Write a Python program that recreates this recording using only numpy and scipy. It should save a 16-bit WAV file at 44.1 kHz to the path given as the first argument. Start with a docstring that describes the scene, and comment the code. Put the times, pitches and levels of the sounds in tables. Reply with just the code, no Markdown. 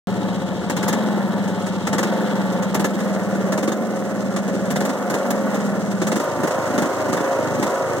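"""A riding mower's small petrol engine hunts at idle on a lawn, heard from the seat.
It coasts at first, gulping air with a hollow throb over valve clatter and exhaust hiss. A few firings
kick the speed up, each with a tinny clack; then it coasts down, a loose panel rattling, and surges again.
Midway the listener turns from the steering wheel to the hood. From about 6 s the engine holds a higher
speed: the throb fades, the clatter and the whirr of the cooling fan take over."""
import sys
import numpy as np
from scipy import signal
from scipy.fft import rfft, irfft
from scipy.io import wavfile
from scipy.ndimage import uniform_filter1d

SR = 44100
rng = np.random.default_rng(int(sys.argv[2]) if len(sys.argv) > 2 else 0)


def transcribe(signal):
    """Save signal, clipped to [-1, 1], as a 16-bit WAV file at the path in sys.argv[1]."""
    frames = np.atleast_2d(signal).T
    limited = np.clip(frames, -1, 1)
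    pcm = np.round(limited * 32767).astype(np.int16)
    wavfile.write(sys.argv[1], SR, pcm)


N = 352800
TIME = np.arange(N) / SR
IDLE_SPEED = 20  # engine cycles per s; a cycle is two turns of the crank

# each firing shakes the sheet metal and kicks the flywheel:
# (time [s], clack level [dB], gain in speed [cycles/s])
FIRINGS = [(0.6972, -22, 2.977), (0.766, -23, 2.518), (0.8282, -23, 2.556), (0.8802, -20, 2.452),
           (0.9273, -21, 2.319), (1.8694, -20, 3.368), (1.929, -20, 2.661), (1.9818, -19, 2.369),
           (2.0288, -20, 2.641), (2.7442, -19, 3.119), (2.7957, -22, 1.994), (2.843, -20, 2.056),
           (3.347, -34, 0.747), (3.462, -37, 0.187), (3.521, -22, 1.786), (3.576, -23, 1.895),
           (3.628, -25, 1.897), (3.676, -24, 1.918), (3.718, -27, 1.08), (4.362, -23, 1.633),
           (4.423, -45, 0.276), (4.478, -32, 1.032), (4.704, -23, 2.546), (4.759, -22, 2.574),
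           (4.805, -24, 2.285), (4.8513, -25, 2.148), (4.8926, -26, 1.062), (5.099, -24, 1.948),
           (5.1402, -22, 0.598), (5.304, -23, 0.454), (6.0164, -23, 3.218), (6.0687, -22, 2.468),
           (6.117, -21, 2.346), (6.157, -24, 1.66), (6.198, -26, 2.018), (6.236, -38, 0.498),
           (6.433, -25, 1.45), (6.4725, -25, 1.601), (6.507, -28, 0.693), (6.778, -21, 0.592),
           (6.82, -24, 1.909), (6.857, -32, 0.899), (6.894, -45, 0.688), (7.128, -22, 0.939),
           (7.1678, -29, 1.465), (7.2033, -32, 1.274), (7.239, -35, 0.302), (7.276, -42, 0.368),
           (7.313, -39, 0.41), (7.6257, -21, 2.454), (7.6664, -29, 1.572), (7.702, -38, 0.404),
           (7.738, -45, 0.521), (7.775, -45, 0.264)]


def from_db(db):
    """Decibels to gain."""
    return 10 ** (np.asarray(db) / 20)


def unit_rms(x):
    """Scale to rms 1."""
    return x / np.sqrt(np.mean(x ** 2) + 1e-20)


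def automation(rows):
    """Breakpoints (time, values...) to one curve per value column."""
    times, *columns = np.transpose(rows)
    return [np.interp(TIME, times, column) for column in columns]


def drift(rate_hz):
    """A smooth random wander, rms 1."""
    points = rng.standard_normal(int(rate_hz * N / SR) + 2)
    return unit_rms(np.interp(TIME * rate_hz, np.arange(len(points)), points))


def colour(x, spectrum):
    """EQ a sound with a smooth curve; rms 1."""
    hz, db = np.transpose(spectrum)
    bins = np.maximum(np.fft.rfftfreq(N, 1 / SR), 1)
    return unit_rms(irfft(rfft(x) * from_db(np.interp(np.log(bins), np.log(hz), db)), N))


def resonate(x, hz, width):
    """A resonance with gain 1 at its peak; width in Hz."""
    r = np.exp(-np.pi * width / SR)
    feedback = [1, -(1 + r * r) * np.cos(2 * np.pi * hz / SR), r * r]
    return signal.lfilter(np.array([1, 0, -1]) * (1 - r * r) / 2, feedback, x + 1e-18)


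def notch(x, bands):
    """Cut narrow bands out of a sound."""
    for hz, width, depth in bands:
        x = x - depth * resonate(x, hz, width)
    return x


def panels(x, modes, facing):
    """Sound passes resonant panels, each heard more or less as the listener turns; rms 1."""
    rings = sum(from_db(wheel_db + facing * (hood_db - wheel_db)) * resonate(x, hz, width)
                for hz, width, wheel_db, hood_db in modes)
    return unit_rms(x + rings)


def strokes(cycle, angle, spread_db):
    """One click per cycle at a crank angle (in cycles), with the same mean power at any speed."""
    at = np.flatnonzero(np.diff(np.floor(cycle - angle)) > 0)
    clicks = np.zeros(N)
    clicks[at] = from_db(spread_db * rng.standard_normal(N)[:len(at)]) * np.sqrt(np.gradient(at))
    return clicks


def cycle_noise(cycle, loose, size=2048):
    """Mid and side noise that comes round each cycle and slowly morphs; the loose share never repeats."""
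    place = cycle % 1 * size
    weights = np.array([drift(2) for _ in range(4)])
    weights = weights / np.sqrt(np.sum(weights ** 2, axis=0))
    locked = 0
    for weight in weights:
        patterns = rng.standard_normal((2, size))
        locked = locked + weight * np.array([np.interp(place, np.arange(size), p) for p in patterns])
    return np.sqrt(1 - loose) * unit_rms(locked) + np.sqrt(loose) * rng.standard_normal((2, N))


def cycle_swell(cycle, angle, depth_db):
    """A gain that swells at one crank angle."""
    return unit_rms(from_db(depth_db * np.cos(2 * np.pi * (cycle - angle))))


def crank_tones(cycle, orders, waver_db):
    """Tones locked to the crank, each wavering a little in level."""
    tones = sum(from_db(db + waver_db * drift(7)) * np.sin(2 * np.pi * (order * cycle + rng.random()))
                for order, db in orders)
    return np.sqrt(2) * tones


def kicks():
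    """Each firing as one click the size of its push on the flywheel."""
    times, _, gains = np.transpose(FIRINGS)
    return np.bincount((times * SR).astype(int), gains, N)


def flywheel(start_speed=18.24, friction_per_s=5.9075, drag_s=5.0):
    """Speed in cycles per s: firings kick it up, friction and air drag slow it between them."""
    pushes = kicks() - friction_per_s / SR
    pushes[0] += start_speed
    return signal.lfilter([1], [1, -np.exp(-1 / (drag_s * SR))], pushes)


def governor(speed, limit_speed=25.6, speed_range=0.43, lag_s=0.032):
    """How far the throttle is shut, 0-1; it closes around the limit speed, a little late."""
    felt_speed = uniform_filter1d(np.interp(TIME - lag_s, TIME, speed), size=1300)
    return (1 + np.tanh((felt_speed - limit_speed) / (2 * speed_range))) / 2


def burning(burn_s=0.039):
    """Strength of the latest firing, swelling and fading over about a cycle."""
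    window = signal.windows.tukey(int(burn_s * SR))
    return np.maximum(signal.fftconvolve(kicks(), window)[:N], 0)


def smothering_db(depth_db=16, recover_s=0.026):
    """Any firing, however weak, briefly ducks the soft sounds of coasting by this many dB."""
    fired = signal.lfilter([1], [1, -np.exp(-1 / (recover_s * SR))], (kicks() > 0) + 1e-18)
    return depth_db * uniform_filter1d(np.tanh(2 * fired), size=800)


def intake(cycle, speed, box_hz=198, hz_per_speed=1.44):
    """Each gulp of air rings the air box: a hollow throb that swells and dies, rising with speed."""
    gulps = strokes(cycle, angle=0.5122, spread_db=0.5)
    # shifting down, ringing and shifting back up lets the resonance glide
    lift = np.exp(2j * np.pi * np.cumsum(hz_per_speed * (speed - IDLE_SPEED)) / SR)
    ring = resonate(resonate(signal.hilbert(gulps) / lift, box_hz, 25.8), box_hz, 40.0)
    return unit_rms(np.real(ring * lift))


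def chuff(cycle):
    """A soft puff leaves the muffler each cycle; the other strokes push less."""
    # pressure pulses of one cycle: (crank angle [cycles], level [dB])
    pulses = [(0.213, 16), (0.75, 1), (0.021, -3)]
    puffs = sum(from_db(db) * strokes(cycle, angle, spread_db=0) for angle, db in pulses)
    puffs = signal.sosfilt(signal.butter(4, 72, "high", fs=SR, output="sos"), puffs)
    return unit_rms(resonate(resonate(resonate(puffs, 108.6, 35), 133, 120), 237, 140))


def bark(cycle, over_idle, burn, shut):
    """The exhaust barks once a cycle: louder with speed and burning, softer with the throttle shut."""
    # base level at idle speed: (time [s], level [dB])
    fader = [(0, -29), (4.5, -30.5), (6.0, -30), (6.4, -26.5), (8, -27.5)]
    # low, gruff exhaust tone: (frequency [Hz], level [dB])
    spectrum = [(40, -55), (110, -19), (175, 1.5), (250, 2.5), (320, 1.5), (400, -2), (520, -13),
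                (900, -42)]
    level_db = automation(fader)[0] + 0.68 * over_idle + 1.08 * burn - 13 * shut
    growl = colour(cycle_noise(cycle, loose=0.61), spectrum)
    return from_db(level_db) * growl * cycle_swell(cycle, angle=0.23, depth_db=4.5)


def clatter(cycle, facing):
    """The valve gear's knocking sounds through the hood."""
    # tone of the knocks: (frequency [Hz], level [dB])
    spectrum = [(60, -46), (250, -3.5), (340, 0), (440, 2), (530, 3.5), (800, -3), (1100, -2.5), (1450, -6),
                (1800, -10), (2300, -19), (3200, -25), (5000, -36)]
    # hood and shroud resonances: (frequency [Hz], width [Hz], facing wheel [dB], facing hood [dB])
    hood_modes = [(538.4, 33, 2, 2.5), (624, 25, 0, 5), (706, 21, 6.5, 5), (885, 74, 7, -33),
                  (1093, 39, 0, -1.5), (1394, 17, 0, 2.5), (1492, 38, 1, 0), (1745, 26, 4, -5)]
    # bands cancelled by echoes under the hood: (frequency [Hz], width [Hz], depth [0-1])
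    hood_dips = [(603, 16, 0.95), (682, 27, 0.8), (1075, 45, 0.73), (1550, 60, 0.42)]
    knocks = cycle_noise(cycle, loose=0.65) * from_db(1.74 * drift(250))
    return notch(panels(colour(knocks, spectrum), hood_modes, facing), hood_dips)


def hiss(cycle, facing):
    """Gas rushes out during the exhaust stroke, over fine ticking of the moving parts."""
    # tone of the rushing gas: (frequency [Hz], level [dB])
    spectrum = [(1200, 1), (2200, 10), (3500, 5), (4800, 7), (6500, 6.5), (8300, 1.5), (10000, -9.5),
                (13000, -9), (16000, -48)]
    # bright rings of thin metal: (frequency [Hz], width [Hz], facing wheel [dB], facing hood [dB])
    tin_modes = [(3380, 500, 14, -7), (3790, 180, 10, -9), (6350, 460, -29, -1.5), (8700, 1600, -11, -9.5)]
    rush = cycle_swell(cycle, angle=0.27, depth_db=1.5)
    ticking = from_db(2.0 * drift(400) + drift(40))
    gas = colour(cycle_noise(cycle, loose=0.93), spectrum)
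    return panels(gas * rush * ticking, tin_modes, facing)


def tappets(cycle, decay_s=0.017):
    """The two valves tick once a cycle each, now softly, now hard."""
    # tone of a tick: (frequency [Hz], level [dB])
    spectrum = [(400, -10), (1300, 28.5), (2600, -34), (7000, 11), (12000, -3), (16000, -18)]
    ticks = strokes(cycle, angle=0.27, spread_db=4) + strokes(cycle, angle=0.88, spread_db=4)
    age = TIME[:SR // 50]
    ring = rng.standard_normal((2, len(age))) * np.exp(-age / decay_s)
    return colour(signal.fftconvolve(ticks[None], ring)[:, :N], spectrum)


def hum(cycle, facing):
    """The shaking engine hums: a smooth undertone that falls as it coasts; firing smothers it."""
    # low engine orders: (frequency [multiple of the cycle rate], level [dB])
    orders = [(4, -60), (5, -70), (6, -50), (7, -47)]
    return crank_tones(cycle, orders, waver_db=1.0) * from_db(-2 * facing - smothering_db())


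def drone(cycle, over_idle, facing):
    """Crank harmonics slide through the hood's fixed resonances; below idle speed they fade faster."""
    # hollow hood resonances: (frequency [Hz], width [Hz], facing wheel [dB], facing hood [dB])
    hollow_modes = [(545.3, 34.3, -37.5, -32.5), (626.5, 26, -43, -39.5), (709, 26, -39, -40.5),
                    (874, 29, -35.5, -54)]
    shake = crank_tones(cycle, [(order, 0) for order in range(16, 62, 2)], waver_db=1.5)
    rings = 0
    for i, (hz, width, wheel_db, hood_db) in enumerate(hollow_modes):
        gain = from_db(wheel_db + facing * (hood_db - wheel_db))
        rings = rings + (-1) ** i * gain * resonate(shake, hz, width)
    return rings * from_db(0.28 * over_idle + 0.9 * np.minimum(over_idle, 0))


def clacks(attack_s=0.00059, hold_s=0.0075, decay_s=0.014):
    """Loose panels buzz at each firing or rattle: a dense burst of contacts that holds briefly and dies."""
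    # a loose panel rattles while the engine coasts: (time [s], level [dB])
    rattles = [(0.282, -44), (1.439, -34), (1.478, -30.5), (1.665, -28), (2.524, -33), (2.624, -27.5),
               (3.003, -30), (4.654, -34), (5.544, -30), (5.656, -35), (5.912, -29), (7.09, -40)]
    # tone of the contacts: (frequency [Hz], level [dB])
    spectrum = [(25, -40), (70, -23), (150, 25), (300, 23.5), (900, 20.5), (1600, 16), (2600, 7), (4500, 4),
                (7000, 5.5), (9000, -0.5), (11000, -4.5), (16000, -9.5)]
    # sheet metal ringing after a hard contact: (frequency [Hz], width [Hz], level [dB])
    metal_modes = [(1722, 54, -3.5), (3610, 100, -1.5), (6500, 150, -5.5)]
    age = TIME[:SR // 8]
    burst = np.minimum(age / attack_s, 1) * np.exp(-np.maximum(age - hold_s, 0) / decay_s)
    envelope = np.zeros(N)
    for start_s, db, *_ in FIRINGS + rattles:
        at = int(start_s * SR)
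        envelope[at:at + len(age)] += from_db(db) * burst[:N - at]
    contacts = colour(rng.standard_normal((2, N)) * from_db(drift(900)), spectrum)
    # some contacts are harder, and brighter, than others
    edge = resonate(contacts, 13400, 3700) * (from_db(5.0 * drift(54)) - 1)
    buzz = envelope * (contacts + edge)
    # each burst rings the metal a little differently
    rings = sum(from_db(db + 7.1 * drift(22)) * resonate(buzz, hz, width) for hz, width, db in metal_modes)
    # thin panels radiate no deep bass
    return signal.sosfilt(signal.butter(2, 90, "high", fs=SR, output="sos"), buzz + rings)


def thuds(delay_s=0.00337):
    """The muffler gives a hollow knock at each firing, and twice on its own."""
    # two lone, hollow knocks in the muffler while the engine coasts: (time [s], level [dB])
    lone_knocks = [(6.583, -15), (7.391, -20)]
    # the muffler's hollow resonances: (frequency [Hz], width [Hz], level [dB])
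    muffler_modes = [(228, 45, 2), (303, 59, 5.5), (387, 25, -12)]
    # trim on all the knocks: (time [s], level [dB])
    fader = [(0, -11), (3.5, -13), (6.0, -11), (6.7, -5), (8, -3)]
    times, hit_db = np.transpose([row[:2] for row in FIRINGS + lone_knocks])
    at = ((times + delay_s) * SR).astype(int)
    knocks = 0
    for hz, width, mode_db in muffler_modes:
        pulses = np.bincount(at, from_db(hit_db + mode_db + rng.standard_normal(len(at))), N)
        knocks = knocks + resonate(resonate(pulses, hz, width), hz, 210) * SR / (2 * np.pi * width)
    return knocks * from_db(automation(fader)[0])


def whirr(cycle, speed, full_speed=26):
    """The cooling fan and gears sing only near full speed."""
    # fan and gear tones: (frequency [multiple of the cycle rate], level [dB])
    orders = [(14, -38), (18, -42), (24, -39), (36, -36), (40, -39), (44, -45), (46, -43), (48, -46),
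              (50, -45), (54, -48)]
    # trim on those tones at full speed: (time [s], level [dB])
    fader = [(0, -12), (4.4, -10), (5.0, -6), (5.9, -10), (6.25, 0), (8, 0)]
    level_db = automation(fader)[0] + 1.8 * np.minimum(speed - full_speed, 0)
    return crank_tones(cycle, orders, waver_db=1.5) * from_db(level_db)


def microphones(mid, side, pan_db):
    """A close stereo pair: the bass reaches the left side first, the treble is diffuse."""
    # dips in the mid signal: (frequency [Hz], width [Hz], depth [0-1])
    mid_dips = [(2430, 560, 1), (2500, 135, 1), (4750, 800, 0.54)]
    # dips in the side signal: (frequency [Hz], width [Hz], depth [0-1])
    side_dips = [(1180, 520, 0.96), (3540, 1830, 1)]
    bins = np.maximum(np.fft.rfftfreq(N, 1 / SR), 1)
    width_hz, width_db = [300, 600, 1100, 1800, 3000, 8000], [-29, -11, -21, 2, 5.5, -1]
    width = from_db(np.interp(np.log(bins), np.log(width_hz), width_db))
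    bass_lead = 0.69j / (1 + (bins / 360) ** 2)
    side = irfft(rfft(side) * width + rfft(mid) * bass_lead, N)
    left_right = np.array([[1], [-1]])
    pair = notch(mid, mid_dips) * from_db(pan_db / 2 * left_right) + notch(side, side_dips) * left_right
    # the left side is the brighter one
    return pair + 0.84 * resonate(pair, 7940, 1070) * left_right


def scene():
    """Firings drive the flywheel; its speed and crank angle drive the running engine's layers."""
    # base levels at idle speed: (time [s], intake [dB], chuff [dB], clatter [dB], hiss [dB])
    faders = [(0.1, -20.5, -39, -29, -46.5), (0.65, -25, -42, -29, -44), (0.9, -20, -33, -27, -43),
              (1.2, -18.5, -55, -27, -48), (1.8, -22.5, -39, -28.5, -43), (2.25, -20, -47, -24.5, -44.5),
              (2.9, -22, -55, -27.5, -44), (3.45, -19.5, -43, -25, -43), (3.75, -25.5, -54, -28.5, -47.5),
              (4.55, -20.5, -45, -27.5, -42.5), (5.0, -25, -42, -27, -45), (5.5, -21, -47, -24.5, -43.5),
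              (5.95, -20, -49, -28.5, -43.5), (6.15, -24.5, -42, -29.5, -40.5),
              (6.3, -37, -34.5, -27.5, -43.5), (6.75, -26, -35, -24, -42), (8.0, -31, -34, -26, -42.5)]
    # the listener turns from wheel to hood: (time [s], facing hood [0-1], left minus right [dB])
    head_turn = [(0, 0.09, 1.7), (1.8, 0.18, 0.4), (2.7, 0.24, -0.3), (3.6, 1, -1.1), (4.3, 0.79, -1),
                 (8, 1, -1)]
    intake_db, chuff_db, clatter_db, hiss_db = automation(faders)
    facing, pan_db = automation(head_turn)
    speed = flywheel()
    audio_skip = 0.443 * (TIME > 5.38)
    cycle = 0.452 + np.cumsum(speed) / SR + audio_skip
    over_idle, shut, burn = speed - IDLE_SPEED, governor(speed), burning()

    # a shut throttle chokes the intake
    throb = from_db(intake_db - 4 - 26 * shut) * intake(cycle, speed)
    # burning smothers the soft chuff and drives a thump through the muffler
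    chuff_gain = from_db(chuff_db - smothering_db()) + from_db(-51) * burn
    throb += chuff_gain * from_db(-0.24 * over_idle) * chuff(cycle)

    hiss_db = hiss_db + 0.24 * over_idle
    noises = bark(cycle, over_idle, burn, shut)
    noises += from_db(clatter_db + 0.37 * over_idle) * clatter(cycle, facing)
    noises += from_db(hiss_db + 1.17) * hiss(cycle, facing)
    noises += clacks()
    noises += from_db(hiss_db - 1.5) * tappets(cycle)
    mid, side = noises
    tones = hum(cycle, facing) + drone(cycle, over_idle, facing) + whirr(cycle, speed)
    return microphones(mid + throb + thuds() + tones, side, pan_db)


def record(dry):
    """The sound cuts in abruptly, and a steep low-pass takes off the very top."""
    start_s, stop_hz = 0.072, 16900
    return signal.sosfilt(signal.cheby2(16, 70, stop_hz, fs=SR, output="sos"), dry * (TIME > start_s))


dry = scene()
out = record(dry)
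transcribe(out)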